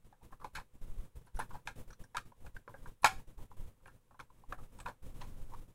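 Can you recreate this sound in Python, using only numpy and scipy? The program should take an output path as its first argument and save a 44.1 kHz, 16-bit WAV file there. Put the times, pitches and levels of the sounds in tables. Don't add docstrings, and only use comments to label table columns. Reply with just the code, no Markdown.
import sys
import numpy as np
from scipy import signal
from scipy.fft import rfft, irfft, next_fast_len
from scipy.io import wavfile
from scipy.ndimage import uniform_filter1d, map_coordinates

SR = 44100
rng = np.random.default_rng(int(sys.argv[2]) if len(sys.argv) > 2 else 0)


def wrap_up_sound(samples):
    columns = np.atleast_2d(samples).T
    tamed = np.clip(columns, -1, 1)
    steps = np.round(tamed * 32767).astype(np.int16)
    wavfile.write(sys.argv[1], SR, steps)


def decibels_to_gain(level_db):
    exponent = np.asarray(level_db, float) / 20
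    return 10 ** exponent


N = 253134

# frequency in Hz, density in dB per Hz.
HISS = [(290, -33.5), (500, 5.5), (621, -12.5), (946, -3), (1420, -9), (1570, -10), (3810, -14.5),
        (4340, -19), (8960, -14.5), (16000, -18.5)]
RUMBLE = [(29, -23.5), (50, -6.5), (81, -21), (123, -18), (147, -13.5), (367, -23), (473, -26),
          (617, -28.5), (1200, -46.5), (1560, -74), (2640, -120)]
SHAKE = [(1.8, -33.5), (3.0, 3), (22, -0.5), (34, -18.5), (70, -19.5), (91, -47.5), (150, -120)]
# frequency in Hz, level in dB over the rumble.
HUM = [(97, -1.5), (119.5, -1.5)]

# start in seconds, length in seconds, shake in dB,
# gate opening in dB relative to fully open.
MOVES = [(0.4, 0.077, -49, -3.5), (0.537, 0.071, -45, -1), (0.816, 0.24, -46, -3.5),
         (1.246, 0.034, -62, -11), (1.347, 0.088, -44.5, 2.5), (1.494, 0.083, -46, -2.5),
         (1.657, 0.062, -49, -4), (1.759, 0.055, -43, 1), (1.878, 0.036, -41.5, -2.5),
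         (2.165, 0.044, -46, -2), (2.368, 0.021, -53, -12), (2.404, 0.085, -44.5, -6.5),
         (2.694, .22, -53.5, -6), (3.025, .17, -49, 0), (3.379, 0.052, -41.5, -1.5), (3.569, 0.11, -41, -1),
         (3.824, .14, -53, -11), (4.295, 0.18, -54.5, -12), (4.489, .06, -51, -2), (4.58, 0.062, -43, -0.5),
         (4.663, .05, -51, -8), (4.722, 0.11, -50.5, -3.5), (4.855, 0.031, -48, 3), (5.027, 0.079, -40, -2),
         (5.143, 0.486, -42, -1)]
# start in seconds, shake in dB, gate opening in dB.
NUDGES = [(0.047, -47.5, -7), (0.1, -60, -15), (0.23, -45, -3), (0.318, -46, -4), (0.738, -48, -7.5),
          (0.825, -35.5, -0.5), (0.898, -33, -3), (0.976, -32, -1), (1.157, -39.5, 1), (1.2, -56, -8),
          (1.347, -31, 3.5), (1.535, -42, 4), (1.996, -42.5, -2.5), (2.255, -48, -3.5), (2.451, -38.5, -1),
          (2.547, -42, -0.5), (2.82, -43, -2), (2.872, -39.5, -1.5), (3.165, -36, 0), (3.275, -41, -0.5),
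          (3.506, -49, -5), (3.599, -38, 7), (4.111, -69, -15), (4.195, -58, -1.5), (4.492, -40, -0.5),
          (5.065, -35, -1.5), (5.415, -36, 1), (5.57, -41, 2.5), (5.68, -53, -7)]

# frequency in Hz, width in Hz, level in dB.
LOW_MODES = [(553, 88, -13), (815, 150, -3), (885, 300, -2.5), (999, 250, 0.5), (998, 160, -0.5)]
HIGH_MODES = [(1270, 210, -3.5), (1454, 170, 3), (1500, 110, -5), (1579, 87, 1), (1789, 180, -5.5)]
CLIP_MODES = [(2215, 270, 7), (2547, 460, 6), (3100, 430, 1.5), (3700, 550, 0), (4270, 330, 2),
              (5170, 460, -3.5), (6560, 790, -6), (7880, 930, -8), (10200, 1500, -12.5),
              (13600, 3000, -24.5)]
# frequency in Hz, width in Hz.
DIPS = [(635, 90), (2800, 110)]
# frequency in Hz, t60 in seconds.
DESK = [(500, 0.13), (2000, 0.25), (10000, 0.26)]

# time in seconds,
# low knock peak in dB, high knock in dB and clips in dB (both over the low knock).
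CLICKS = [(0.324, -43.5, -9, -30), (2.038, -59, 5.5, -17), (2.168, -33, 3, 0.5), (2.179, -45.5, 8, 1.5),
          (2.319, -50, -17, -23), (2.446, -53.5, -28, -32), (2.463, -51, 0, -11.5), (2.565, -66, 12, -12),
          (2.753, -57, -13, -19.5), (3.514, -47.5, -27.5, -29), (4.192, -48.5, 3, -10.5),
          (4.301, -56, -31, -22), (4.434, -50.5, -29, -28), (4.788, -47.5, -18, -12)]
KNOCKS = [(0.126, -51.5, -11, -22), (0.444, -33, -18, -18), (0.598, -49.5, -5, -3.5),
          (1.39, -36.5, -4.5, -19), (1.673, -34.5, 0.5, -0.5), (1.904, -57.5, 6.5, -3), (1.931, -72, 9, 1),
          (2.147, -35, -6.5, -18.5), (2.157, -43, 0, -9), (2.678, -38, -15.5, -22), (2.741, -42.5, -6, -41),
          (2.858, -47, -2.5, -22), (3.045, -16, -2.5, -1), (3.385, -52.5, -29, -22), (3.423, -57, -27, -21),
          (3.802, -67, -27, -17), (3.857, -52, 2.5, -13.5), (3.879, -50, -3, -16),
          (4.109, -53.5, -10.5, -26), (4.144, -56.5, -9.5, -28), (4.199, -42, -5.5, -8.5),
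          (4.525, -38, 3.5, -34), (4.801, -47, -3, -6.5), (4.859, -32, -5.7, -26),
          (4.884, -38.5, -5, -13.5), (5.148, -63, -20, -23), (5.214, -42.5, -3, -8.5)]
DRAGS = [(0.21, -59, -16, -19), (0.411, -46, -14, -21), (0.55, -50.5, 13, 6.5), (0.556, -47.5, 6.5, 2),
         (0.573, -38.5, -6, -34), (1.268, -60, -3.5, -9), (1.396, -33.5, -2.5, -16),
         (1.506, -46.5, -12, -16.5), (2.878, -59.5, -9.5, -17.5), (3.032, -38, -4.5, -8.5),
         (3.057, -25, 0, -3.5), (4.582, -51, -7, -24)]
RUBS = [(1.535, -42.5, -9.5, -20), (4.868, -38, -12, -17.5), (5.205, -51.5, -18, -4.5),
        (5.485, -61, -29.5, -20), (5.515, -50, -35.5, -40)]
# t60 in seconds, rise in ms.
KINDS = [(0.059, 1.66), (0.092, 1.05), (0.12, 2.5), (0.22, 6.2)]

# time in seconds, frequency in Hz, peak in dB.
CASE_PINGS = [(0.308, 990, -59), (0.401, 1130, -50.5), (0.412, 1030, -50), (0.45, 564, -41),
              (1.275, 1500, -67), (1.372, 1500, -44), (1.391, 933, -26.5), (1.398, 940, -24),
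              (1.402, 555, -42), (1.51, 920, -58), (1.555, 866, -40), (1.93, 1410, -48), (2.147, 930, -39),
              (2.156, 940, -38), (2.169, 1380, -36), (2.566, 1572, -36.5), (3.032, 1000, -39),
              (3.045, 957, -9.5), (2.9, 1100, -54.5), (3.2, 900, -49), (4.201, 1270, -40),
              (4.524, 1114, -28.5), (4.526, 1590, -42), (5.214, 1606, -59), (5.238, 1600, -69),
              (5.537, 994, -38), (5.546, 1130, -40)]
CLIP_PINGS = [(1.263, 10050, -65.5), (1.281, 2490, -75), (1.361, 9850, -56), (1.365, 5800, -55.5),
              (1.392, 10200, -42.5), (1.906, 5660, -58), (1.929, 5930, -55), (1.932, 4200, -59.5),
              (2.038, 5540, -58), (2.038, 9000, -62), (2.466, 2470, -52.5), (2.565, 2400, -63),
              (2.567, 4670, -65), (3.021, 10200, -53.5), (3.858, 2320, -54.5), (3.869, 9940, -63),
              (3.874, 2700, -57.5), (4.525, 2420, -46), (4.786, 8200, -59), (4.801, 8000, -49),
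              (4.802, 3470, -54), (4.802, 2480, -50), (4.812, 8300, -60), (4.86, 3700, -51),
              (4.862, 2460, -40), (5.213, 3100, -47), (5.217, 4120, -54), (5.217, 5960, -58)]
# frequency in Hz, peak in dB, t60 in seconds.
SEATED = [(766.7, -28, 0.18), (864, -20.5, .12), (1084, -20.5, .09), (1346, -25.5, 0.11),
          (1681, -21.5, 0.078), (1845, -25, 0.045), (3770, -30.5, 0.068), (4250, -31.5, 0.034),
          (6920, -37, .1)]


def unit(x):
    return x / np.sqrt(np.mean(x ** 2) + 1e-20)


def along(points, hz):
    f, v = np.transpose(points)
    return np.interp(np.log(hz + 1), np.log(f + 1), v)


def wobble(rate):
    knots = rng.standard_normal(int(N * rate / SR) + 4)
    return map_coordinates(knots, [np.arange(N) * rate / SR])


def noise(spectrum):
    m = next_fast_len(N + 8192)
    gain = decibels_to_gain(along(spectrum, np.fft.rfftfreq(m, 1 / SR)))
    return unit(irfft(rfft(rng.standard_normal(m)) * gain, m)[:N])


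def resonance(f, centre, width):
    return 1j * f * width / (centre * centre - f * f + 1j * f * width)


def curves(spans, rise, fall, rest_db):
    t = np.arange(0, N + 64, 32) / SR
    start, length, db = np.transpose(spans)[..., None]
    before = np.maximum(start - t, 0)
    after = np.maximum(t - start - length, 0)
    each = db - rise * before - fall * after
    return np.interp(np.arange(N) / SR, t, np.maximum(each.max(axis=0), rest_db))


def motion():
    nudge_s = 0.021
    nudges = [(s, nudge_s, db, gate_db) for s, db, gate_db in NUDGES]
    rows = np.array(list(MOVES) + nudges)
    hand_db = curves(rows[:, :3], rise=1300, fall=700, rest_db=-59)
    gate_db = curves(rows[:, [0, 1, 3]], rise=2700, fall=282, rest_db=-20.5)
    return hand_db, gate_db


def background(hiss_db, rumble_db):
    t = np.arange(N) / SR
    flutter = wobble(23) + 0.51 * wobble(110)
    tones = 0
    for hz, db in HUM:
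        level = decibels_to_gain(db + 1.6 * wobble(2.2))
        tones = tones + level * np.sin(2 * np.pi * hz * t + 1.0 * wobble(3.3))
    opening = decibels_to_gain(np.minimum(hiss_db, -75) + 2.4 * flutter) + decibels_to_gain(-92.5)
    rumble_gain = decibels_to_gain(np.minimum(rumble_db, -54) - 0.5 + 2.0 * flutter)
    rumble = rumble_gain * unit(noise(RUMBLE) + tones)
    return decibels_to_gain(10.5) * opening * noise(HISS) + rumble


def shake(hand_db):
    lurch = signal.hilbert(noise(SHAKE))
    size = uniform_filter1d(np.abs(lurch), size=1500)
    return decibels_to_gain(hand_db - 1.65) * unit(lurch.real / (size + 0.36))


def ring(force, modes, scatter_db):
    f = np.fft.rfftfreq(2 * len(force), 1 / SR)
    luck = scatter_db * rng.standard_normal(len(modes))
    body = 0
    for k, (hz, width, db) in enumerate(modes):
        body = body + (-1) ** k * decibels_to_gain(db + luck[k]) * resonance(f, hz, width)
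    top_hz = modes[-1][0]
    soft = 1 / (1 + 1.1j * f / (1.82 * top_hz) - (f / (1.33 * top_hz)) ** 2) ** 2
    y = irfft(rfft(force, 2 * len(force)) * body * soft)[:len(force)]
    return y / np.abs(y).max()


def desk(x):
    hz, t, z = signal.stft(rng.standard_normal(len(x)), SR, nperseg=256)
    decay = decibels_to_gain(-60 * t / along(DESK, hz)[:, None])
    tail = signal.istft(z * decay, SR, nperseg=256)[1]
    return signal.fftconvolve(np.pad(x, (200, 0)), tail / np.linalg.norm(tail))[:len(x)]


def taps(open_db):
    out, t = np.zeros(N + SR), np.arange(8192) / SR
    open_db = np.pad(open_db, (0, SR), mode="edge")
    contacts = []
    for rows, kind in zip([CLICKS, KNOCKS, DRAGS, RUBS], KINDS):
        contacts += [(*row, *kind) for row in rows]
    for s, db, high_db, clip_db, t60, rise_ms in contacts:
        start = round((s - .001) * SR)
        rise_s = np.clip(rise_ms, .2, 20) / 1000
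        slips = uniform_filter1d(rng.standard_normal(len(t)), size=40) * np.sqrt(40)
        rattle = decibels_to_gain(3.5 * slips) * decibels_to_gain(-60 * t / np.clip(t60, .01, .4))
        blow = 5 * decibels_to_gain(-60 * t / 0.0084)
        attack = 1 - np.exp(-(t / rise_s) ** 2)
        force = rng.standard_normal(len(t)) * (blow + rattle) * attack
        hit = ring(force, LOW_MODES, scatter_db=3.5)
        hit += decibels_to_gain(high_db) * ring(force, HIGH_MODES, scatter_db=4.0)
        hit += decibels_to_gain(clip_db + 4.5) * ring(force, CLIP_MODES, scatter_db=1.0)
        now_db = open_db[start:][:len(t)]
        closing_db = np.minimum(now_db - now_db[round(.02 * SR)], 0)
        shut_db = np.where(t > .02, closing_db, 0)
        out[start:][:len(t)] += decibels_to_gain(db + 0.76 * shut_db) * (hit + decibels_to_gain(-14) * desk(hit))
    return out[:N]


def radiated(x):
    f = np.fft.rfftfreq(N, 1 / SR)
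    dips = np.prod([1 - 1.1 * resonance(f, hz, width) for hz, width in DIPS], axis=0)
    return irfft(rfft(x) * dips, N)


def pings():
    out, t = np.zeros(N + SR), np.arange(4096) / SR
    rings = [(s, hz, db, 0.031) for s, hz, db in CASE_PINGS]
    rings += [(s, hz, db, 0.038 * (hz / 3000) ** 0.51) for s, hz, db in CLIP_PINGS]
    attack = 1 - np.exp(-t / .0013)
    for s, hz, db, t60 in rings:
        drift = .003 * np.sqrt(hz) * np.cumsum(rng.standard_normal(len(t)))
        tone = decibels_to_gain(db - 60 * t / t60) * attack * np.sin(2 * np.pi * hz * t + drift)
        out[round((s - .001) * SR):][:len(t)] += tone + decibels_to_gain(-22) * desk(tone)
    return out[:N]


def snap():
    snap_s = 3.045
    t = np.arange(SR // 4) / SR
    drift = np.cumsum(rng.standard_normal((len(SEATED), len(t))), axis=1)
    modes = 0
    for (hz, db, t60), d in zip(SEATED, drift):
        modes = modes + decibels_to_gain(db - 60 * t / t60) * np.sin(2 * np.pi * hz * t + 0.014 * d)
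    modes = modes * (1 - np.exp(-t / .001))
    return np.pad(modes + decibels_to_gain(-14) * desk(modes), (round((snap_s - .001) * SR), N))[:N]


def scene():
    hand_db, gate_db = motion()
    room = background(hiss_db=-77 + 1.27 * gate_db, rumble_db=-55 + gate_db)
    room = room + shake(hand_db + 0.42 * gate_db)
    return (radiated(taps(gate_db)) + room + pings() + snap())[None]


def roll_off(x):
    return signal.sosfilt(signal.butter(12, 16370, fs=SR, output="sos"), x)


def record(dry):
    kept = irfft(rfft(dry) * (np.fft.rfftfreq(N, 1 / SR) < 15800), N)
    return roll_off(kept)


dry = scene()
out = record(dry)
wrap_up_sound(out)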